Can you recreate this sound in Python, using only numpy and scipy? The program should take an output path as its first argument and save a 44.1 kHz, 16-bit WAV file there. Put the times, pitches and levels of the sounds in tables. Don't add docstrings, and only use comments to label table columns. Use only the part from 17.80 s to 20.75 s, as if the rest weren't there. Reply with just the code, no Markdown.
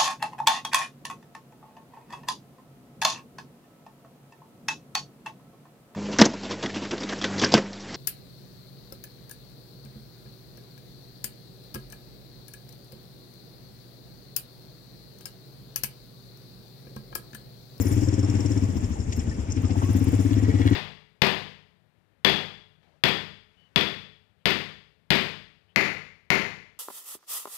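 import sys
import numpy as np
from scipy import signal
from scipy.io import wavfile

SR = 44100
rng = np.random.default_rng(int(sys.argv[2]) if len(sys.argv) > 2 else 0)


def gain_from_decibels(decibels):
    exponent = np.asarray(decibels, float) / 20
    return 10 ** exponent


def wav_record(signal):
    frames = np.transpose(np.atleast_2d(signal))
    bounded = np.clip(frames, -1, 1)
    quanta = np.round(bounded * 32767).astype(np.int16)
    wavfile.write(sys.argv[1], SR, quanta)


N = 130095
T = np.arange(N) / SR
RIGHT_LAG_S = 0.0003857

# time in seconds, blow strength in dB, gas warmth as a pitch factor.
THROTTLE = [(0, -21, 0.99), (.3, -20.5, 1.085), (.75, -21.5, 1.016), (1.03, -24, 0.9), (1.1, -28.5, 0.84),
            (1.28, -31, 0.9), (1.4, -24.5, 0.85), (1.6, -30, 0.82), (1.7, -28.5, 1.04), (1.8, -21.5, 0.9),
            (1.92, -22, 0.986), (2.15, -19, 0.964), (2.5, -17, 1.015), (2.63, -17.5, 0.98),
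            (2.95, -14.5, 1.017)]
# pitch in Hz, level in dB, t60 in seconds.
CRANKCASE = [(1920, 1, 0.022), (2174, -3.5, 0.028), (2880, -7.5, 0.015), (3335, -5, 0.02),
             (3880, -6, 0.011)]
# pitch in Hz, difference in dB.
LEFT_OVER_RIGHT_DB = [(40, -3.5), (380, 4.5), (1290, 1.5), (2380, 2.5), (4000, 0), (5500, 7.5), (8120, 5),
                      (15000, 16)]


def in_time(rows):
    s, *columns = np.transpose(rows)
    return [np.interp(T, s, c) for c in columns]


def at_hz(points, hz):
    table_hz, value = np.transpose(points)
    return np.interp(np.log(hz), np.log(table_hz), value)


def rms_one(x):
    return x / np.sqrt(np.mean(x ** 2) + 1e-20)


def drift(rate):
    r = np.exp(-80 * np.pi * rate / SR)
    slow = signal.lfilter([1], [1, -2 * r, r * r], rng.standard_normal(N // 40 + 2002))[2000:]
    return np.interp(np.arange(N) / 40, np.arange(len(slow)), rms_one(slow))


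def ring(clicks, hz, t60):
    r, w = gain_from_decibels(-60 / (t60 * SR)), 2 * np.pi * hz / SR
    return signal.lfilter([0, np.sin(w)], [1, -2 * r * np.cos(w), r * r], clicks + 1e-18)


def band(x, low_hz, high_hz, order):
    return signal.sosfilt(signal.butter(order, [low_hz, high_hz], "band", fs=SR, output="sos"), x)


def place(x, hz):
    tilt_db = at_hz(LEFT_OVER_RIGHT_DB, hz) / 2
    late = np.interp(T - RIGHT_LAG_S, T, x)
    return np.array([gain_from_decibels(tilt_db) * x, gain_from_decibels(-tilt_db) * late])


def banded_noise(spectrum, patchy_db, per_octave):
    # pitch in Hz, left-right likeness from 0 to 1.
    likeness = [(30, .2), (100, 1), (500, 0.77), (950, 0.079), (5000, 0.013), (15000, 0.02)]
    out, together, lag = 0, drift(2.13), int(RIGHT_LAG_S * SR)
    lowest, highest = spectrum[0][0], spectrum[-1][0]
    edges = lowest * 2 ** np.arange(0, np.log2(highest / lowest) + .1, 1 / per_octave)
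    white = rng.standard_normal((2, 2, N))
    for k, (low, high) in enumerate(zip(edges, edges[1:])):
        shared, own = band(white[k % 2], low, high, 2)
        hz = np.sqrt(low * high)
        alike = np.clip(at_hz(likeness, hz), 0, 1)
        tilt_db = at_hz(LEFT_OVER_RIGHT_DB, hz) / 2
        gain = gain_from_decibels(at_hz(spectrum, hz) + patchy_db * (0.5 * together + drift(29.0)))
        right = np.sqrt(alike) * np.roll(shared, lag) + np.sqrt(1 - alike) * own
        out = out + gain * np.array([gain_from_decibels(tilt_db) * shared, gain_from_decibels(-tilt_db) * right])
    return rms_one(out)


def crank():
    # time in seconds, firings per second.
    firing_speed = [(0.0, 17.295), (0.28, 18.931), (0.6, 18.64), (0.8, 16.211), (1.0, 13.859),
                    (1.15, 11.875), (1.3, 10.118), (1.45, 10.105), (1.6, 8.485), (1.68, 11.246),
                    (1.74, 13.191), (1.86, 15.167), (2.0, 16.242), (2.15, 16.595), (2.4, 16.685),
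                    (2.6, 17.365), (2.95, 17.597)]
    first_s = -.0059
    rate, = in_time(firing_speed)
    turns = np.cumsum(rate) / SR - first_s * rate[0]
    count = np.arange(1, int(turns[-1]) + 1)
    return turns, np.r_[first_s, np.interp(count, turns, T)]


def throb(turns, at, depth_db):
    return gain_from_decibels(depth_db * (np.cos(2 * np.pi * (turns - at)) - 1.5))


def exhaust(firings):
    # pitch in Hz, left level in dB, right level in dB, rise in cycles, hold in seconds, t60 in seconds,
    # delay in seconds, share of the throttle followed, spread from firing to firing in dB.
    chambers = [(98, -13, -20, 2.09, 0.021, 0.13, 0.00055, 0.4, 1.5),
                (272.9, -14, -24.5, 0.97, 0.017, 0.04, 0.003115, 0.95, 1.1),
                (209.6, -29, -35.5, 1.3, 0.0087, 0.11, 0.003, 0.41, 5),
                (458.7, -34.5, -48, 1, 0.011, 0.077, 0.00304, 0.64, 5.5),
                (343.5, -31, -43, 1.04, 0.0095, 0.074, 0.0037, 0.68, 4),
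                (45.8, -35.5, -39, 1.4, 0.018, 0.31, 0.00054, 0.29, 3.5),
                (103.5, -27, -32.5, 1.34, 0.023, 0.13, 0.03066, 0.32, 4.5),
                (288, -33, -43, 2, 0.016, 0.043, .027, 0.78, 4)]
    early_cycles = 0.46
    s, load_db, warmth = np.transpose(THROTTLE)
    pad, span = SR // 10, np.arange(SR // 5)
    out = np.zeros((2, N + SR))
    luck = rng.standard_normal((len(firings), len(chambers), 2))
    for at, draws in zip(firings, luck):
        start = int(at * SR) - pad // 10
        blow_db, warm = np.interp(at, s, load_db) + 17, np.interp(at, s, warmth)
        for chamber, (level_luck, pitch_luck) in zip(chambers, draws):
            hz, left_db, right_db, cycles, hold, t60, delay, follows, spread_db = chamber
            level_db = follows * blow_db + spread_db * level_luck
            pitch = hz * warm * (1 + 0.0064 * spread_db * pitch_luck)
            glide_per_s = 2.5 if hz > 250 else -1.5
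            for side, db in enumerate((left_db, right_db)):
                t = (start + span) / SR - at - delay - side * RIGHT_LAG_S
                rise = np.sin(np.pi / 2 * np.clip((t * hz + early_cycles) / cycles, 0, 1)) ** 2
                fall_db = -60 * np.maximum(t - hold, 0) / t60
                bend = 1 + glide_per_s * np.clip(t - hold, -hold, .06) / 2
                tone = np.sin(2 * np.pi * pitch * t * bend)
                out[side, pad + start + span] += gain_from_decibels(db + level_db + fall_db) * rise * tone
    return out[:, pad:pad + N]


def valve():
    # time in seconds, peak in dB.
    leaks = [(0.011, -37.5), (0.0686, -35), (0.1245, -38), (0.1789, -38), (0.2332, -38), (0.2856, -35),
             (0.3395, -35), (0.393, -36), (0.4292, -40), (0.4459, -38), (0.4987, -34.5), (0.552, -38),
             (0.6057, -34), (0.6608, -32.5), (0.7167, -35), (0.7755, -38), (0.8369, -43), (0.9017, -47),
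             (0.9696, -43), (1.043, -40.5), (1.1203, -50), (1.203, -41.5), (1.2946, -46), (1.3622, -44),
             (1.3934, -37), (1.495, -44), (1.6007, -48), (1.7019, -41), (1.7608, -44), (1.8532, -42),
             (2.4069, -51), (2.5814, -44), (2.6334, -45), (2.8155, -49)]
    # pitch in Hz, level in dB, t60 in seconds.
    whistles = [(5390, 0, .012), (5910, -10, .006), (7070, -7, .004), (8000, -17, .003)]
    hold_s, tail_s, tail_db = 0.0043, 0.012, -9.5
    puff = np.zeros(N)
    for s, db in leaks:
        part = slice(int(s * SR) - 50, int(s * SR) + SR // 8)
        since = np.maximum(T[part] - s + .001, 0)
        opening = np.clip(since / 0.001, 0, 1)
        closing = np.exp(-(since / hold_s) ** 2) + gain_from_decibels(tail_db) * np.exp(-since / tail_s)
        puff[part] += gain_from_decibels(db - 0.5) * opening * closing
    out = 0
    for hz, db, t60 in whistles:
        rough = 1 + .25 * drift(250)
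        even = 2 * (1 - gain_from_decibels(-60 / (t60 * SR)))
        whistle = np.sin(2 * np.pi * hz * T + 1.45 * drift(9.4))
        out = out + place(gain_from_decibels(db) * even * ring(puff * rough * whistle, hz, t60), hz)
    return out


def engine_hiss(turns, near_db):
    # pitch in Hz, level in dB per Hz.
    hiss_bands = [(4300, -21), (4800, -27), (5300, 1.5), (6200, -2), (7100, 3), (8000, -8.5), (9000, -11.5),
                  (11000, -21.5)]
    gain = gain_from_decibels(near_db + 5) * throb(turns, 0.32, 1.5)
    return gain * banded_noise(hiss_bands, patchy_db=2.5, per_octave=4.86)


def grit_sizzle(grit_db):
    # pitch in Hz, level in dB per Hz.
    sizzle_bands = [(8800, -1), (10000, 0.5), (11200, -16.5), (13000, -8), (14300, -1.5), (15900, -1.5)]
    return gain_from_decibels(grit_db) * banded_noise(sizzle_bands, patchy_db=6.0, per_octave=7.24)


def clatter(turns, engine_db):
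    struck = rng.random(N) < 1200 / SR
    ticks = struck * gain_from_decibels(4.8 * np.minimum(rng.exponential(1, N), 3.5)) * rng.choice([-1, 1], N)
    ticks = ticks * throb(turns, 0.43, 3)
    out = 0
    for hz, db, t60 in CRANKCASE:
        twin = ring(ticks, 1.03 * hz, t60) * np.array([[.7], [.5]])
        out = out + gain_from_decibels(db) * (place(ring(ticks, hz, t60), hz) + twin)
    return gain_from_decibels(engine_db) * rms_one(out)


def roar(turns, effort_db):
    # pitch in Hz, level in dB per Hz.
    fan_bands = [(450, -8.5), (800, -2), (1200, -7.5), (1600, -8.5), (2400, -10), (3200, -14.5),
                 (3800, -19.5), (4600, -21.5)]
    gain = gain_from_decibels(-42.5 + 0.42 * effort_db) * throb(turns, 0.22, 1.75)
    return gain * banded_noise(fan_bands, patchy_db=1.5, per_octave=3.005)


def low_drone(turns, effort_db):
    # pitch in Hz, level in dB per Hz.
    drone_bands = [(25, -25), (50, -22.5), (100, 3), (155, -10.5), (270, -9), (420, -18.5), (700, -28)]
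    gain = gain_from_decibels(-30 + 0.38 * effort_db) * throb(turns, 0.1, 0.25)
    return gain * banded_noise(drone_bands, patchy_db=1.5, per_octave=3)


def wind():
    low = band(rng.standard_normal((2, N + SR)), 22, 48, 4)[:, SR:]
    return gain_from_decibels(-45 + 1.6 * drift(4.0)) * rms_one(low) * gain_from_decibels(np.array([[1.5], [-1.5]]))


def crunches():
    # start in seconds, length in seconds, peak in dB, lowest Hz, highest Hz.
    burst_events = [(1.322, 0.018, -39.5, 1700, 4000), (1.322, 0.017, -39.5, 4430, 7400),
                    (1.330, 0.017, -40, 6200, 7400), (1.331, .006, -55, 8500, 13000),
                    (1.708, .016, -43, 5100, 6900), (1.7193, 0.011, -36, 5200, 7500),
                    (1.4, .008, -50, 2000, 3800), (1.719, .008, -61, 8500, 15000),
                    (1.437, .002, -53, 6500, 15500), (1.983, .004, -53, 11000, 18000),
                    (1.363, 0.013, -54, 13400, 14100), (1.887, 0.016, -41.5, 440, 800),
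                    (1.95, 0.022, -37.5, 560, 920), (2.016, 0.015, -32, 470, 1370),
                    (1.769, 0.015, -45.5, 1600, 3800), (1.841, 0.016, -45, 1500, 5800),
                    (1.905, .02, -47, 1800, 5500), (2.031, .02, -44, 1500, 3500),
                    (1.681, .025, -54, 1950, 2500), (1.508, 0.02, -46.5, 1700, 1900),
                    (.607, .005, -56, 6000, 13000), (1.15, 0.018, -47, 770, 880)]
    out, t = 0, T[:SR // 5]
    for s, length, db, low_hz, high_hz in burst_events:
        rise = np.clip(t / (0.055 * length), 0, 1)
        fall = gain_from_decibels(-15 * np.clip(t / length, 0, 20) ** 2)
        burst = band(rng.standard_normal(len(t)) * rise * fall + 1e-18, low_hz, high_hz, 4)
        burst = np.r_[np.zeros(int(s * SR)), burst, np.zeros(N)][:N]
        out = out + place(gain_from_decibels(db + 8) * burst / np.abs(burst).max(), np.sqrt(low_hz * high_hz))
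    return out


def jingle():
    # time in seconds, peak in dB.
    touches = [(1.821, -49), (1.9819, -63), (2.0143, -61), (2.0474, -46), (2.1041, -54), (2.1311, -43),
               (2.1685, -53), (2.193, -42.5), (2.2425, -40.5), (2.2872, -44), (2.3206, -45), (2.351, -46),
               (2.373, -62), (2.4094, -47), (2.4918, -64), (2.5382, -52), (2.61, -65), (2.7023, -55.5),
               (2.7941, -62), (2.847, -61), (2.87, -42.5), (2.9003, -48)]
    # pitch in Hz, level in dB, t60 in seconds.
    buckle_modes = [(9640, 0, .04), (13780, -6, .035), (14600, -10, .03), (15300, -9, .025),
                    (10900, -13, .015)]
    s, db = np.transpose(touches)
    luck, out = rng.standard_normal((len(s), len(buckle_modes))), 0
    shaking = (T > 1.95) * (T < 2.56) * gain_from_decibels(-62.5 + 3.7 * drift(13.0))
    for (hz, mode_db, t60), draws in zip(buckle_modes, luck.T):
        clicks = shaking * (rng.random(N) < 260 / SR) * rng.standard_normal(N)
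        clicks[(s * SR).astype(int)] = gain_from_decibels(db + 1.0 + 2.2 * draws)
        pair = ring(clicks, hz, t60) + ring(clicks, 1.006 * hz, t60)
        out = out + place(gain_from_decibels(mode_db) * pair / 2, hz)
    return out


def squeaks():
    # start in seconds, length in seconds, peak in dB, first Hz, last Hz.
    far_squeaks = [
        (1.827, 0.051, -49.5, 1240, 1213),
        (2.019, 0.076, -45, 1030, 1154),
    ]
    out = 0
    for s, length, db, from_hz, to_hz in far_squeaks:
        along = np.clip((T - s) / length, 0, 1)
        hz = from_hz + (to_hz - from_hz) * along
        out = out + gain_from_decibels(db) * np.sin(np.pi * along) * np.sin(2 * np.pi * np.cumsum(hz) / SR)
    return out


def knocks():
    # time in seconds, peak in dB, upper modes in dB.
    tappet_knocks = [(2.3147, -46, -14), (2.3366, -40, -16), (2.4015, -41, -17), (2.4509, -41, -12),
                     (2.5113, -39, -11), (2.5322, -35.5, -3), (2.5904, -34, -16), (2.6474, -36, -21),
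                     (2.6995, -37, -22), (2.7053, -31, -25), (2.7477, -39, -18), (2.7615, -37, -19),
                     (2.805, -39, -9), (2.819, -27.5, -10), (2.8629, -29, -9.5), (2.8769, -25, -6.5),
                     (2.9174, -35, -15), (2.9318, -30, -9)]
    rebound_s, rebound_db = .009, -5
    s, db, upper_db = np.transpose(tappet_knocks)
    luck, out = rng.standard_normal((len(s), len(CRANKCASE), 2)), 0
    for k, (hz, mode_db, t60) in enumerate(CRANKCASE):
        clicks = np.zeros(N + SR)
        level_db = db - 5 + mode_db + (upper_db + 12.5) * (k > 1)
        clicks[(s * SR).astype(int)] = gain_from_decibels(level_db + 2.4 * luck[:, k, 0])
        clicks[((s + rebound_s) * SR).astype(int)] = gain_from_decibels(level_db + rebound_db + 3.3 * luck[:, k, 1])
        out = out + place(ring(clicks[:N], hz, t60), hz)
    return out


def scene():
    # time in seconds, exhaust side in dB, engine side in dB, dry grit in dB.
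    facing = [(0, -44.5, -53.5, -43), (.17, -47, -50.5, -51), (.3, -49, -57, -69), (.7, -48, -56, -55),
              (.95, -53.5, -63, -62), (1.15, -55, -65, -74), (1.6, -55, -63, -71), (1.85, -54, -83, -77),
              (2.0, -50.5, -60, -61), (2.4, -50.5, -55.5, -59), (2.6, -51.5, -50.5, -65.5),
              (2.95, -54, -40.5, -64)]
    turns, firings = crank()
    near_db, engine_db, grit_db = in_time(facing)
    effort_db = in_time(THROTTLE)[0] + 20
    bike = exhaust(firings) + valve() + engine_hiss(turns, near_db) + clatter(turns, engine_db)
    bike = bike + roar(turns, effort_db) + jingle() + knocks()
    around = grit_sizzle(grit_db) + low_drone(turns, effort_db) + wind() + crunches() + squeaks()
    return bike + around


def low_pass(x):
    return signal.sosfilt(signal.butter(12, 16160, fs=SR, output="sos"), x)


def record(dry):
    cut = signal.sosfilt(signal.cheby2(20, 60, 15900, fs=SR, output="sos"), dry)
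    return low_pass(cut)


dry = scene()
out = record(dry)
wav_record(out)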